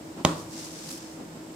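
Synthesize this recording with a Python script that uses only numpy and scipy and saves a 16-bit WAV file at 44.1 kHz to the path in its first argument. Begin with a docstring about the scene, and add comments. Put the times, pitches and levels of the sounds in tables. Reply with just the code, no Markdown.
"""A cardboard box tips onto a table close to the microphone and lands with one sharp, hollow knock:
a push of trapped air, the ring of the box and the slap of card. A small room answers with dull
reflections, a diffuse tail and two low standing waves. The box then slides with a grainy hiss.
Fingers bump it softly, once before the knock and twice after. A fan hums and hisses faintly throughout."""
import sys
import numpy as np
from scipy import signal
from scipy.fft import rfft, irfft, next_fast_len
from scipy.io import wavfile
from scipy.ndimage import map_coordinates

SR = 44100
rng = np.random.default_rng(int(sys.argv[2]) if len(sys.argv) > 2 else 0)


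def wav_out(sig):
    """Save sig, one row per channel (or a flat mono array), as 16-bit PCM at SR to the path in sys.argv[1]."""
    wavfile.write(sys.argv[1], SR, np.round(np.clip(np.atleast_2d(sig).T, -1, 1) * 32767).astype(np.int16))


N = 68355

# The fan's hum. Each row: pitch in Hz, level in dB, waver in dB.
FAN_TONES = [(161.1, -54, 5), (318.9, -46, 1)]
# Finger bumps on the box. Each row: centre in seconds, length in seconds, level in dB.
FINGER_BUMPS = [(0.194, 0.045, -37), (1.207, 0.042, -41), (1.364, 0.032, -43.5)]
# The hollow ring of the box. Each row: pitch in Hz, relative level in dB, T60 in seconds.
BOX_MODES = [(101, -29, 0.045), (171.7, -16.5, 0.074), (224.6, -13.5, 0.043), (327, -19.5, 0.02),
             (486, -34, 0.069), (603, -13.5, 0.019), (818, -18.5, 0.025), (995, -13, 0.014),
             (1050, -15.5, 0.0085), (1290, -22, 0.024), (1945, -16.5, 0.013), (3560, -16.5, 0.018),
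             (3950, -20, 0.0076), (6900, -22.5, 0.023)]
# Bounces off near surfaces. Each row: delay in seconds, bass level in dB.
REFLECTIONS = [(.0034, -7.5), (.0063, -11.5), (0.0113, -9)]
# How long the room rings. Each row: frequency in Hz, T60 in seconds.
TAIL_DECAY = [(100, 0.79), (300, 0.49), (1000, 0.52), (3000, 0.41), (8000, 0.62), (15000, 0.58)]
# The room's standing waves. Each row: pitch in Hz, level in dB, T60 in seconds.
STANDING_WAVES = [(160.9, -14.5, 0.25), (312, -19.5, 0.24)]
# The sliding stroke. Each row: time in seconds, relative hiss level in dB, relative sizzle level in dB.
SLIDE_STROKE = [(.33, -66, -64), (.4, -49.5, -56.5), (.475, -62, -68), (.52, -50.5, -58.5), (.58, -44, -56),
                (.645, -43.5, -53), (0.692, -50, -58.5), (.76, -47, -58), (.85, -46.5, -57),
                (.91, -43, -47.5), (.975, -48, -53.5), (1.01, -50, -64), (1.18, -59.5, -68)]

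# The tone colour of each noise layer. Each row: frequency in Hz, relative spectral density in dB.
FAN_EQ = [(15, -49), (25, -27.5), (102, -12.5), (175, -8.5), (263, -6), (326, -2), (384, -10.5),
          (624, -11.5), (796, -16), (911, -15), (1130, -20), (3430, -28.5), (3920, -28.5), (5280, -26.5),
          (6560, -30), (7510, -26), (10700, -38.5), (14800, -35.5), (16000, -46)]
BUMP_EQ = [(50, -28), (130, -14.5), (200, 2), (300, 2), (450, -6), (900, -10), (1600, -21), (5000, -30),
           (15000, -48)]
CRACK_EQ = [(100, -22), (400, 2.5), (1200, -13), (1700, -5), (2600, -3.5), (3500, 3), (4800, -2.5),
            (6500, -4.5), (9000, -14), (15000, -28.5)]
TAIL_EQ = [(30, -36), (60, -18), (95, -8), (160, -6.5), (200, -11.5), (310, 0), (390, -12), (540, -5.5),
           (720, -12), (1100, -6.5), (1600, -19.5), (2600, -23), (3500, -20.5), (4500, -24), (8000, -30),
           (11000, -41), (16000, -46)]
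HISS_EQ = [(300, -15), (1200, -10.5), (2200, -8), (3300, -7.5), (4400, -5), (5400, 0), (6300, -2),
           (7500, -3.5), (9000, -9.5), (11000, -23), (16000, -37)]
SIZZLE_EQ = [(5000, -40), (8000, -6.5), (10000, -2), (13000, -7), (16000, -13)]

# Where each layer leans in the stereo image. Each row: frequency in Hz, left minus right in dB.
FAN_BALANCE = [(60, -5), (110, 2), (200, -2), (380, 0.5), (700, 1), (1290, 0), (2380, 0.5), (4400, 3.5),
               (8120, -9.5), (15000, -1.5)]
KNOCK_BALANCE = [(700, -1.5), (4400, -2.5), (8100, -12), (15000, 0)]
TAIL_BALANCE = [(1000, 0.5), (4400, 1.5), (8100, -10.5), (15000, -9)]
SLIDE_BALANCE = [(700, 16), (2400, -1), (4400, 7), (8100, -6.5), (15000, -1.5)]

# Stereo width of the noises. Each row: frequency in Hz, left-right likeness (1 is mono, 0 is wide).
AIR_LIKENESS = [(60, 0.98), (130, 0.92), (290, 0.94), (640, 0.42), (1410, -0.15), (3100, 0.11),
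                (6820, -0.0017), (15000, -0.02)]
ROOM_LIKENESS = [(100, 0.98), (400, 0.91), (1000, 0.19), (2000, 0.062), (8000, 0)]
CRACK_LIKENESS = [(300, 0.54), (1000, 0), (3000, 0.81), (8000, 0.69)]

KNOCK_S = 0.2498  # the box lands


def amp(db):
    """Decibels to gain."""
    return 10 ** (np.asarray(db) / 20)


def along(points, hz):
    """Read a curve of (Hz, value) points on a log frequency axis."""
    freqs, values = np.transpose(points)
    return np.interp(np.log(hz + 1), np.log(freqs + 1), values)


def since(start_s):
    """Seconds since the start for every sample, 0 before it."""
    return np.maximum(np.arange(N) / SR - start_s, 0)


def wobble(rate):
    """A smooth random curve with `rate` knots a second."""
    return map_coordinates(rng.standard_normal(N // 8), [np.arange(N) * rate / SR + 2], mode="wrap")


def filtered(x, response):
    """Filter x by a complex response, given as a function of Hz."""
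    size = next_fast_len(N + SR // 2)
    return irfft(rfft(x, size) * response(np.fft.rfftfreq(size, 1 / SR)), size)[..., :N]


def noise(eq, likeness):
    """Stereo noise of rms 1 with a given colour and width."""
    def mid_side_gains(hz):
        angle = np.arccos(np.clip(along(likeness, hz), -1, 1)) / 2
        return amp(along(eq, hz)) * [np.cos(angle), np.sin(angle)]
    mid, side = filtered(rng.standard_normal((2, N)), mid_side_gains)
    stereo = np.array([mid + side, mid - side])
    return stereo / np.sqrt(np.mean(stereo ** 2) + 1e-20)


def panned(x, balance):
    """Lean each frequency left or right."""
    return filtered(x, lambda hz: amp(np.outer([.5, -.5], along(balance, hz))))


def ring(modes, t):
    """Struck resonances: sines that each fall 60 dB in their T60."""
    return sum(amp(db - 60 * t / t60) * np.sin(2 * np.pi * hz * t) for hz, db, t60 in modes)


def fan():
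    """A steady bed of air noise under two tones that waver in level and phase."""
    drift_rad, air_db = 0.39, -43.5
    hum = np.zeros(N)
    for hz, db, waver_db in FAN_TONES:
        level = amp(db + waver_db * wobble(rate=17.2))
        hum += level * np.sin(2 * np.pi * hz * since(0) + drift_rad * wobble(rate=18))
    return hum + amp(air_db) * panned(noise(FAN_EQ, AIR_LIKENESS), FAN_BALANCE)


def finger_bumps():
    """Soft finger contacts swell and fade in the hollow of the box."""
    force = sum(amp(db) * np.exp(-2 * ((since(0) - centre_s) / length_s) ** 2)
                for centre_s, length_s, db in FINGER_BUMPS)
    return force * noise(BUMP_EQ, ROOM_LIKENESS)


def box_knock():
    """Air is squeezed from under the box, its hollow body rings and the card cracks on the table."""
    t = since(KNOCK_S)
    push_db, push_s = -5, 0.00039
    u = t / push_s
    push = amp(push_db) * np.e * u * (1 - u / 2) * np.exp(-u)

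    graze_db, graze_lead_s = -10, 0.0015  # an edge touches just before the blow
    graze = amp(graze_db) * (since(KNOCK_S - graze_lead_s) > 0)
    crack_db, hold_s, t60_s = -13.5, 0.0013, 0.0089
    slap = amp(-60 * since(KNOCK_S + hold_s) / t60_s)
    crack = amp(crack_db) * np.where(t > 0, slap, graze) * noise(CRACK_EQ, CRACK_LIKENESS)

    knock = panned(push + ring(BOX_MODES, t) + crack, KNOCK_BALANCE)
    right_lead_s = 0.00006  # the box is nearer the microphone's right side
    knock = filtered(knock, lambda hz: np.exp(np.outer([-1, 1], 1j * np.pi * hz * right_lead_s)))
    low_cut = signal.butter(4, 86, "high", fs=SR, output="sos")  # deep bass below about 86 Hz is cut from the knock
    return signal.sosfilt(low_cut, knock)


def room_reverb(knock):
    """Near surfaces throw back dull copies of the knock; a diffuse noise tail builds and dies away."""
    dull_above_hz, tail_db, build_s = 594, -23.5, 0.0044
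    def walls(hz):
        bounces = sum(amp(db) * np.exp(-2j * np.pi * hz * delay_s) for delay_s, db in REFLECTIONS)
        return bounces / (1 + 1j * hz / dull_above_hz)
    early = filtered(knock, walls)

    hz, t, bands = signal.stft(noise(TAIL_EQ, ROOM_LIKENESS), SR, nperseg=512)
    fade = amp(tail_db - 60 * np.maximum(t - KNOCK_S, 0) / along(TAIL_DECAY, hz)[:, None])
    tail = signal.istft(bands * fade, SR, nperseg=512)[1][:, :N]
    build = 1 - np.exp(-(since(KNOCK_S) / build_s) ** 2)
    return early + panned(tail, TAIL_BALANCE) * build


def standing_waves(build_s=0.044):
    """Low room modes bloom after the knock and fade."""
    t = since(KNOCK_S)
    bloom = 1 - np.exp(-(t / build_s) ** 2)
    return bloom * ring(STANDING_WAVES, t)


def box_slide(trim_db=2, grain_db=1.5):
    """Smooth card rubs: a fine, grainy hiss with a sizzle on top, brightest where the stroke is fastest."""
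    times, hiss_db, sizzle_db = np.transpose(SLIDE_STROKE)
    def fader(db):
        return amp(trim_db + np.interp(since(0), times, db, left=-120, right=-120))
    hiss = fader(hiss_db) * noise(HISS_EQ, AIR_LIKENESS)
    sizzle = fader(sizzle_db) * noise(SIZZLE_EQ, AIR_LIKENESS)
    grain = amp(grain_db * wobble(rate=250))
    return panned(grain * (hiss + sizzle), SLIDE_BALANCE)


def scene():
    """The mix: the knock in its room, the handling and the fan."""
    knock = box_knock()
    return knock + room_reverb(knock) + standing_waves() + box_slide() + finger_bumps() + fan()


def record(dry):
    """A soft clip rounds off the highest peak, then a steep high cut closes the top end."""
    high_cut_hz = 15850
    rounded = dry / (1 + np.abs(dry) ** 6) ** (1 / 6)
    return filtered(rounded, lambda hz: 1 / (1 + (hz / high_cut_hz) ** 120))


dry = scene()
out = record(dry)
wav_out(out)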